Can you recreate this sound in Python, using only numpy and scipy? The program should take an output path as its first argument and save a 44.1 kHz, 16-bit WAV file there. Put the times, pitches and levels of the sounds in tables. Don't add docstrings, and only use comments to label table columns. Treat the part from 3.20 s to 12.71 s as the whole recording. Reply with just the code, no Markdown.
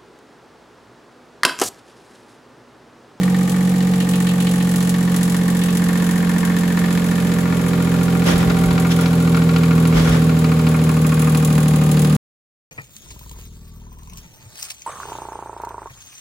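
import sys
import numpy as np
from scipy import signal
from scipy.fft import rfft, irfft, next_fast_len
from scipy.io import wavfile

SR = 44100
rng = np.random.default_rng(int(sys.argv[2]) if len(sys.argv) > 2 else 0)


def file_out(sig):
    cols = np.atleast_2d(sig).T
    lim = np.clip(cols, -1, 1)
    pcm = np.round(lim * 32767).astype(np.int16)
    wavfile.write(sys.argv[1], SR, pcm)


N = 419391
TIME = np.arange(N) / SR

# place of the tick in the cycle (0-1), relative level of the tick in dB,
# place of the knock (0-1), relative level of the knock in dB.
CYLINDERS = [(.172, 9, .176, -3), (.485, 12.5, .502, -8), (.818, 8.5, .838, -6.5)]
STOPS = (1.3, 3.4, 5.8, 8.3)


def amp(db):
    return 10 ** (np.asarray(db) / 20)


def evened(x):
    return x / np.sqrt(np.mean(x ** 2) + 1e-20)


def curves(rows):
    s, *columns = np.transpose(rows)
    return [np.interp(TIME, s, column) for column in columns]


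def read(points, hz):
    f, value = np.transpose(points)
    return np.interp(np.log(hz + 1), np.log(f + 1), value)


def drift(hz, at=TIME):
    knots = rng.standard_normal(2000)
    return evened(np.interp(at * hz, np.arange(len(knots)), knots))


def near_stops(s):
    return np.sqrt([np.interp(s, STOPS, here) for here in np.eye(len(STOPS))])


def colour(pair, spectrum):
    # frequency in Hz, correlation (-1 to 1).
    likeness = [(60, .88), (200, .78), (300, .4), (640, .1), (1400, .15), (3100, -.05), (5000, 0),
                (15000, 0)]
    length = pair.shape[1]
    size = next_fast_len(length + 2048)
    hz = np.fft.rfftfreq(size, 1 / SR)
    a, b = rfft(pair, size)
    same = np.clip(read(likeness, hz), -1, 1)
    mid, side = a * np.sqrt(1 + same), b * np.sqrt(1 - same)
    coloured = np.array([mid + side, mid - side]) * amp(read(spectrum, hz))
    return evened(irfft(coloured, size)[:, :length])


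def noise(spectrum):
    return colour(rng.standard_normal((2, N)), spectrum)


def fading(ring_s, room_db, room_s):
    t = np.arange(SR // 5) / SR
    attack = 1 - np.exp(-t / .0003)
    return np.hypot(amp(-60 * t / ring_s), amp(room_db - 60 * t / room_s)) * attack


def harmonic_level(order, t, rpm, rear):
    # frequency in Hz, level midway between front and rear in dB.
    pipe = [(40, -48.5), (80, -34.5), (105, -41.5), (125, -29.5), (155, -21), (190, -18.5), (206, -46.5),
            (220, -26), (243, -27.5), (265, -32.5), (305, -37), (350, -46.5), (385, -44), (405, -53),
            (425, -43.5), (445, -38), (473, -38), (492, -43.5), (535, -43.5), (565, -55), (600, -50),
            (645, -63), (690, -70), (735, -55), (775, -45.5), (808, -53.5), (853, -45.5), (895, -64.5),
            (960, -59), (1150, -57)]
    # frequency in Hz, gain in dB.
    pipe_rear = [(40, -7), (80, 13), (135, 4.5), (175, -2.5), (250, 10.5), (315, -3.5), (350, 6),
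                 (395, 20.5), (425, -5.5), (445, 7.5), (473, 6.5), (492, -0.5), (535, -2.5), (565, 17),
                 (610, 16.5), (690, -6.5), (735, 5), (775, 12.5), (808, -2), (853, -10.5), (960, 21)]
    # frequency in Hz, gain in dB.
    unequal = [(40, -6), (105, -14), (150, -14.5), (185, -15), (240, -12.5), (290, -7.5), (410, -5.5),
               (480, -6), (900, -10)]
    node_s, node_length_s, node_hz, node_width_hz = 3.1, 0.95, 130.2, 4.6

    hz = order * rpm / 120
    db = read(pipe, hz) + (rear - .5) * read(pipe_rear, hz)
    if order % len(CYLINDERS):
        db = db + read(unequal, hz)
    node = np.exp(-((t - node_s) / node_length_s) ** 2 - ((hz - node_hz) / node_width_hz) ** 2)
    return amp(db) * (1 - node)


def exhaust(cycle, rpm, rear, uneven_db=0.32, flutter=0.12, scatter=0.95, swell_db=2.5):
    # time in seconds, level in dB.
    boom_level = [(0, -15.5), (1.8, -16.5), (4.3, -18), (5.7, -15.5), (6.6, -13.5), (7.5, -15), (8.9, -14)]
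    # time in seconds, dip in dB.
    stumbles = [(.30, -4.5), (.875, -2)]
    stumble_s = 0.026
    # time in seconds, left minus right in dB.
    low_pan = [(0, -1.8), (1.2, -1.2), (3.2, -2.5), (4.9, -2.6), (6.1, -.9), (7.2, -1.2), (8.1, .3),
               (8.9, .3)]
    upper_pan_db = 2
    boom_order, puff_order, top_order = 12, 24, 69
    puff_lead, echo_lag = 0.0039, 0.0475
    null_hz, null_width_hz, null_turn = 205, 2.5, 1.7

    firings = len(CYLINDERS)
    angle = 2 * np.pi * (cycle - 2 / 3 + puff_lead)
    slow = slice(None, None, 128)
    t = TIME[slow]
    boom_db, = curves(boom_level)
    for s, db in stumbles:
        boom_db = boom_db + db * np.exp(-.5 * ((TIME - s) / stumble_s) ** 2)
    low = -amp(boom_db) * np.cos(boom_order * angle)
    upper = np.zeros(N)
    for order in range(firings, top_order + 1):
        if order == boom_order:
            continue
        level = harmonic_level(order, t, rpm[slow], rear[slow])
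        shift = np.zeros(len(t))
        if order == boom_order + firings:
            hz = order * rpm[slow] / 120
            shift = null_turn * np.tanh((hz - null_hz) / null_width_hz)
        elif order % firings or order > puff_order:
            shift = scatter * rng.standard_normal() + flutter * drift(22, t) - 2 * np.pi * echo_lag * order
            level = level * (1 + flutter * drift(13, t))
        if order % firings:
            shift = shift + 2 * np.pi * rng.random()
        if order > puff_order:
            level = level * amp(swell_db * np.clip(drift(0.92, t), -2, 1.3))
        part = upper if order > puff_order else low
        part -= np.interp(TIME, t, level) * np.cos(order * angle + np.interp(TIME, t, shift))
    pan_db, = curves(low_pan)
    low_pair = low * amp(np.array([pan_db, -pan_db]) / 2)
    upper_pair = upper * amp(np.array([[upper_pan_db], [-upper_pan_db]]) / 2)
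    return np.sqrt(2) * (low_pair + upper_pair) * amp(uneven_db * drift(35))


def gas(cycle, rear, depth=0.099):
    # frequency in Hz, relative density in dB per Hz.
    gas_spectrum = [(20, -36.5), (45, -9.5), (70, -4.5), (120, -13), (175, 5), (260, 1.5), (350, -4.5),
                    (460, 1), (580, -4), (700, -12), (1000, -9.5), (2500, -29.5)]
    front_db, rear_gain_db = -35.6, 6.2
    surge = 1 + depth * np.cos(2 * np.pi * len(CYLINDERS) * (cycle - .05))
    return amp(front_db + rear_gain_db * rear) * evened(noise(gas_spectrum) * surge)


def knock(s, grit, treble_db, size=4096, ring_s=0.054, room_db=-15, room_s=0.41):
    # frequency in Hz, time to fall 60 dB in seconds,
    # then the relative level in dB heard from each of the four stops.
    block_modes = [(772, .06, 6, -5, 3, -5), (965, .05, -3, -10, -2, -5), (1118, .055, -5, -2, -4, 2),
                   (1215, .04, -3, -8, -3, -3), (1415, .05, -10, -3, 2, -3), (1490, .04, -7, -10, -2, -4),
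                   (1600, .035, -4, 1, -12, -4), (1725, .04, -3, 4, -4, -3), (1830, .035, 4, 4, -8, -2),
                   (1980, .03, -6, -3, -8, -5), (2140, .035, -8, 2, 0, -5), (2270, .03, -3, -8, -5, -7),
                   (2450, .03, -8, -7, -6, -1)]
    # frequency in Hz, relative density in dB per Hz.
    blow_spectrum = [(100, -24), (450, -1.5), (680, 0), (1150, 7), (1800, 2), (2400, 2), (3500, 4),
                     (4500, 2.5), (6000, -7), (9300, -9), (15000, -25)]
    mode_spread_db, length_spread = 2.2, 1.35
    rise_s, fresh_grit, dense_db = .0006, .4, -17
    treble_hz, width = 2400, 1

    hz = np.fft.rfftfreq(size, 1 / SR)
    lead = SR // 1000
    wake_db = mode_spread_db * rng.standard_normal(len(block_modes))
    modes = 0
    for (f, t60, *stop_db), extra_db in zip(block_modes, wake_db):
        gain = amp(np.interp(s, STOPS, stop_db) + extra_db)
        modes = modes + gain / (1 + 1j * (hz - f) * t60 * 2 * np.pi / np.log(1000))

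    stretch = length_spread ** rng.uniform(-1, 1)
    force = fading(ring_s * stretch, room_db, room_s)[:size - lead]
    force = force * (1 - np.exp(-TIME[:len(force)] / rise_s))
    force = force * (grit[:, :len(force)] + fresh_grit * rng.standard_normal((3, len(force))))
    shared, *own = force
    pair = np.pad(shared + width * np.array(own), ((0, 0), (lead, 0)))

    low = 1 / (1 + (hz / treble_hz) ** 12)
    blow = rfft(pair) * amp(read(blow_spectrum, hz))
    body = irfft(blow * (modes + amp(dense_db)) * np.sqrt(low))
    treble = irfft(blow * np.sqrt(1 - low))
    body, treble = (part / np.sqrt(np.mean(part[:, :SR // 100] ** 2)) for part in (body, treble))
    return body + amp(treble_db) * treble


def add(mix, s, sound):
    part = mix[:, max(round(s * SR), 0):][:, :sound.shape[1]]
    part += sound[:, :part.shape[1]]


def knocks(cycle):
    # time in seconds, level in dB before the common gain,
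    # treble against body in dB.
    hard_knocks = [(0.031, -28.5, -4), (0.077, -27, -16), (0.143, -26.5, -8), (0.363, -30, -11.5),
                   (0.473, -31, -7), (0.604, -32.5, 1), (0.734, -30, -3), (0.803, -30, -5.5),
                   (1.003, -27.0, -13), (1.068, -28, -5), (1.136, -28, -16), (1.268, -30.5, 0.5),
                   (1.337, -28.5, -12), (1.605, -29, -4), (1.74, -27.5, -4), (1.875, -28.0, -8),
                   (1.942, -26.5, -6), (2.143, -25.5, -8), (2.28, -26, -12), (2.483, -28, -10),
                   (2.688, -25, -10), (2.958, -27, -17), (3.027, -26.5, -20), (3.093, -24.5, -14),
                   (3.229, -24, -14), (3.298, -25, -17), (3.572, -23, -11.0), (3.639, -24.0, -9),
                   (3.913, -25.0, -12), (4.184, -26, -13), (4.254, -25.5, -17), (4.323, -25.0, -11),
                   (4.463, -26.5, -19), (4.6, -27.0, -12.5), (4.95, -25, -19.5), (5.156, -29, -3.5),
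                   (5.298, -27.5, -1.5), (5.506, -24, -6.0), (5.577, -22.5, -8), (5.647, -22.5, -15),
                   (5.788, -23, -16), (5.856, -24.5, -3.0), (6.144, -22, -8), (6.169, -23, -9),
                   (6.217, -25.5, -8.5), (6.289, -24.5, -7), (6.36, -22, -4.5), (6.432, -24.5, -7.5),
                   (6.507, -22, -14), (6.651, -24.5, -6.5), (6.795, -26, -3), (6.872, -24, -20.5),
                   (7.242, -23.5, -6.0), (7.316, -24.5, -10.5), (7.392, -26.5, -8), (7.466, -25.5, -4.5),
                   (7.542, -23.5, -37), (7.691, -23.5, -11.5), (7.844, -25, -18), (7.919, -23, -16),
                   (8.021, -25, -20), (8.071, -24, -22.5), (8.146, -24.5, -5.0), (8.378, -25, -10),
                   (8.535, -28, -8), (8.613, -28.0, -7), (8.639, -32, -10), (8.769, -29, -0.5),
                   (8.846, -28, -2.5), (8.899, -31.5, -3), (8.925, -30, -7)]
    hard_gain_db = -1.5
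    # time in seconds, level in dB.
    knock_level = [(0, -28.5), (.4, -29), (2.2, -28), (2.9, -25), (4.3, -25.5), (6.4, -25.5), (7.3, -26.5),
                   (8.9, -27.5)]
    force_spread_db, treble_spread_db = 1.2, 2.5
    usual_treble_db = -9.5

    out = np.zeros((2, N))
    grits = rng.standard_normal((len(CYLINDERS), 3, SR // 10, len(STOPS)))
    for s, db, treble_db in hard_knocks:
        add(out, s, amp(db + hard_gain_db) * knock(s, grits[0] @ near_stops(s), treble_db))
    hard_at = np.transpose(hard_knocks)[0]
    for (_, _, place, cylinder_db), grit in zip(CYLINDERS, grits):
        for s in np.interp(np.arange(int(cycle[-1])) + place, cycle, TIME):
            force, tint = np.clip(rng.standard_normal(2), -2, 1.3)
            db = np.interp(s, *np.transpose(knock_level)) + cylinder_db + force_spread_db * force
            treble_db = usual_treble_db + treble_spread_db * tint
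            sound = amp(db) * knock(s, grit @ near_stops(s), treble_db)
            add(out, s, sound * (abs(hard_at - s).min() > .01))
    return out


def gears(cycle, regular=0.68, count=3000):
    # frequency in Hz, relative density in dB per Hz.
    whirr_spectrum = [(20, -54), (250, -36), (480, 10.5), (670, 6.5), (770, 7.5), (890, 0.5), (1150, 9.5),
                      (1400, -2.5), (2200, 1.5), (3600, 0), (5400, -5.5), (7600, -4), (9300, -8),
                      (12000, -6), (15500, -14)]
    teeth = rng.standard_normal((2, count))
    places = np.arange(count) / count
    repeated = np.array([np.interp(cycle, places, row, period=1) for row in teeth])
    share = np.clip(regular, 0, 1)
    hiss = rng.standard_normal((2, N))
    return colour(np.sqrt(share) * evened(repeated) + np.sqrt(1 - share) * hiss, whirr_spectrum)


def blows(cycle, places, levels_db, spread_db, jitter_s):
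    train, count = np.zeros(N), np.arange(int(cycle[-1]))
    for place, db in zip(places, levels_db):
        size, late = rng.standard_normal((2, 160))[:, :len(count)]
        at = (np.interp(count + place, cycle, TIME) + jitter_s * late) * SR
        train[np.clip(at.astype(int), 0, N - 1)] += amp(db + spread_db * np.clip(size, -2, 1.7))
    return train


def ring(train, envelope):
    out = np.zeros((2, N))
    for near in near_stops(TIME):
        dense = evened(envelope * rng.standard_normal((2, len(envelope))))
        out += signal.oaconvolve((train * near)[None], dense, axes=1)[:, :N]
    return evened(out)


def rattle(train, envelope):
    power = signal.oaconvolve(train ** 2, envelope ** 2)[:N]
    return evened(np.sqrt(abs(power)) * rng.standard_normal((2, N)))


def valves(cycle):
    # frequency in Hz, relative density in dB per Hz.
    tick_spectrum = [(1000, -12), (3500, 3), (5400, -2), (7200, 5), (7900, 4), (9300, 8), (11000, 4),
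                     (13000, -5), (15500, -1.5)]
    tick_at, ticks_db, _, _ = np.transpose(CYLINDERS)
    ticks = blows(cycle, tick_at, ticks_db, spread_db=3.5, jitter_s=0.00028)
    fade = fading(ring_s=0.054, room_db=-10.0, room_s=0.18)
    return colour(evened(ring(ticks, fade) + 0.4 * rattle(ticks, fade)), tick_spectrum)


def machinery(cycle, rear, view):
    whirr_db, whirr_rear_db = -36.5, 2
    tick_db, tick_view_db = -38.5, 7
    body_pan_db = np.array([[.6], [-.6]])
    body = knocks(cycle) + amp(whirr_db + whirr_rear_db * rear) * gears(cycle)
    return body * amp(body_pan_db) + amp(tick_db + tick_view_db * view) * valves(cycle)


def loose_part(level_db=-7, ring_s=0.18):
    # time in seconds, relative level in dB.
    rattle_times = [(0.8016, -21.5), (0.9348, -20.5), (1.067, -24), (1.09, -24.5), (1.2012, -23.5),
                    (1.268, -22.5), (1.402, -24), (2.4164, -22), (2.4853, -24)]
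    # frequency in Hz, relative density in dB per Hz.
    rattle_spectrum = [(20, -71), (1500, -29), (2600, 2), (3200, 0), (4300, -5.5), (5500, -20),
                       (15000, -33.5)]
    envelope = np.zeros(N)
    for s, db in rattle_times:
        age = np.maximum(TIME - s, 0)
        envelope += (age > 0) * amp(db - np.minimum(60 * age / ring_s, 120))
    return amp(level_db) * envelope * noise(rattle_spectrum)


def swells(times, levels_db, lengths, spectrum, grain_db, tail):
    grainy = evened(noise(spectrum) * amp(grain_db * np.clip(drift(180), -2, 1.5)))
    envelope = np.zeros(N)
    for s, db, length in zip(times, levels_db, lengths):
        age = (TIME - s) / length
        envelope += amp(db) * np.exp(-np.where(age < 0, .5 * age ** 2, age / tail))
    return grainy * envelope


def handling():
    # peak time in seconds, level of the low scrape in dB,
    # level of the bright swish in dB, rise scale in seconds.
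    scuffs = [(5.08, -24, -23.5, .018), (5.11, -21.5, -30, .027), (5.22, -28, -37, .03),
              (5.308, -23.5, -40, .01), (5.72, -40, -24.5, .011), (5.82, -30, -32, .025),
              (6.782, -21, -26, .026), (6.885, -27, -31.5, .03), (6.95, -27.5, -35, .024)]
    # peak time in seconds, level in dB, rise scale in seconds.
    bumps = [(5.14, -25.5, .04), (5.27, -26, .03), (5.48, -24.5, .03), (6.785, -20, .028),
             (6.92, -24, .025)]
    # frequency in Hz, relative density in dB per Hz.
    scrape_spectrum = [(20, -41), (100, 5), (300, 10), (560, 10.5), (700, 3), (1400, 3), (2000, 0),
                       (3000, -12), (15500, -40)]
    swish_spectrum = [(20, -40), (800, -12), (1500, -1), (2600, -3), (3400, 2), (4300, -6), (5700, -4),
                      (7000, -11), (9300, -10), (12000, -17), (15500, -22)]
    bump_spectrum = [(15, -26), (35, -11), (52, 12), (75, -1.5), (130, 7.5), (300, -27.5), (900, -69)]
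    times, scrape_db, swish_db, lengths = np.transpose(scuffs)
    scrape = swells(times, scrape_db, lengths, scrape_spectrum, grain_db=2.2, tail=2.2)
    swish = swells(times, swish_db, lengths, swish_spectrum, grain_db=1.0, tail=2.0)
    bump = swells(*np.transpose(bumps), bump_spectrum, grain_db=-1.0, tail=2.9)
    return scrape + swish + bump


def ports(pair):
    # frequency in Hz, share (0-1).
    port_share = [(5000, 0), (6500, .35), (7200, .7), (9000, .95), (11500, .92), (15500, .85)]
    delay_s = .000219
    hz = np.fft.rfftfreq(N, 1 / SR)
    left, right = rfft(pair)
    share = np.clip(read(port_share, hz), 0, 1)
    left = np.sqrt(1 - share ** 2) * left - share * right * np.exp(-2j * np.pi * hz * delay_s)
    return irfft(np.array([left, right]), N)


def scene():
    # time in seconds, speed in rpm.
    speed = [(0.0, 1823.6), (0.75, 1819.7), (1.05, 1793.7), (1.5, 1787.7), (2.2, 1774.1), (3.4, 1764.6),
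             (4.0, 1752.8), (4.55, 1722.3), (5.3, 1727.0), (6.1, 1674.8), (7.05, 1622.5), (8.4, 1549.5),
             (8.97, 1528.4)]
    # time in seconds, how far back toward the exhaust (0-1),
    # how open its view of the cylinder head (0-1).
    path = [(0, 0, 0.46), (1.6, 0.29, 1), (2.6, 0.49, 0.68), (3.7, 0.6, 0.67), (4.3, 0.87, 0.15),
            (5.3, 1, 0.3), (6.4, 1, 0.1), (7.4, 1, 0), (8.1, 0.8, 0.86), (8.9, 0.81, 1)]
    on_time_rpm, late_per_rpm = 1864, 7.2e-5
    rpm, = curves(speed)
    rear, view = curves(path)
    cycle = np.cumsum(rpm / 120) / SR
    late = late_per_rpm * (on_time_rpm - rpm)
    engine = exhaust(cycle, rpm, rear) + gas(cycle, rear) + machinery(cycle - late, rear, view)
    return engine + loose_part() + handling()


def record(dry):
    cut_s, edge_hz = 8.965, 15850
    edge = signal.firwin(511, edge_hz, window=("kaiser", 9), fs=SR)
    return signal.oaconvolve(ports(dry) * (TIME < cut_s), edge[None], "same")


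dry = scene()
out = record(dry)
file_out(out)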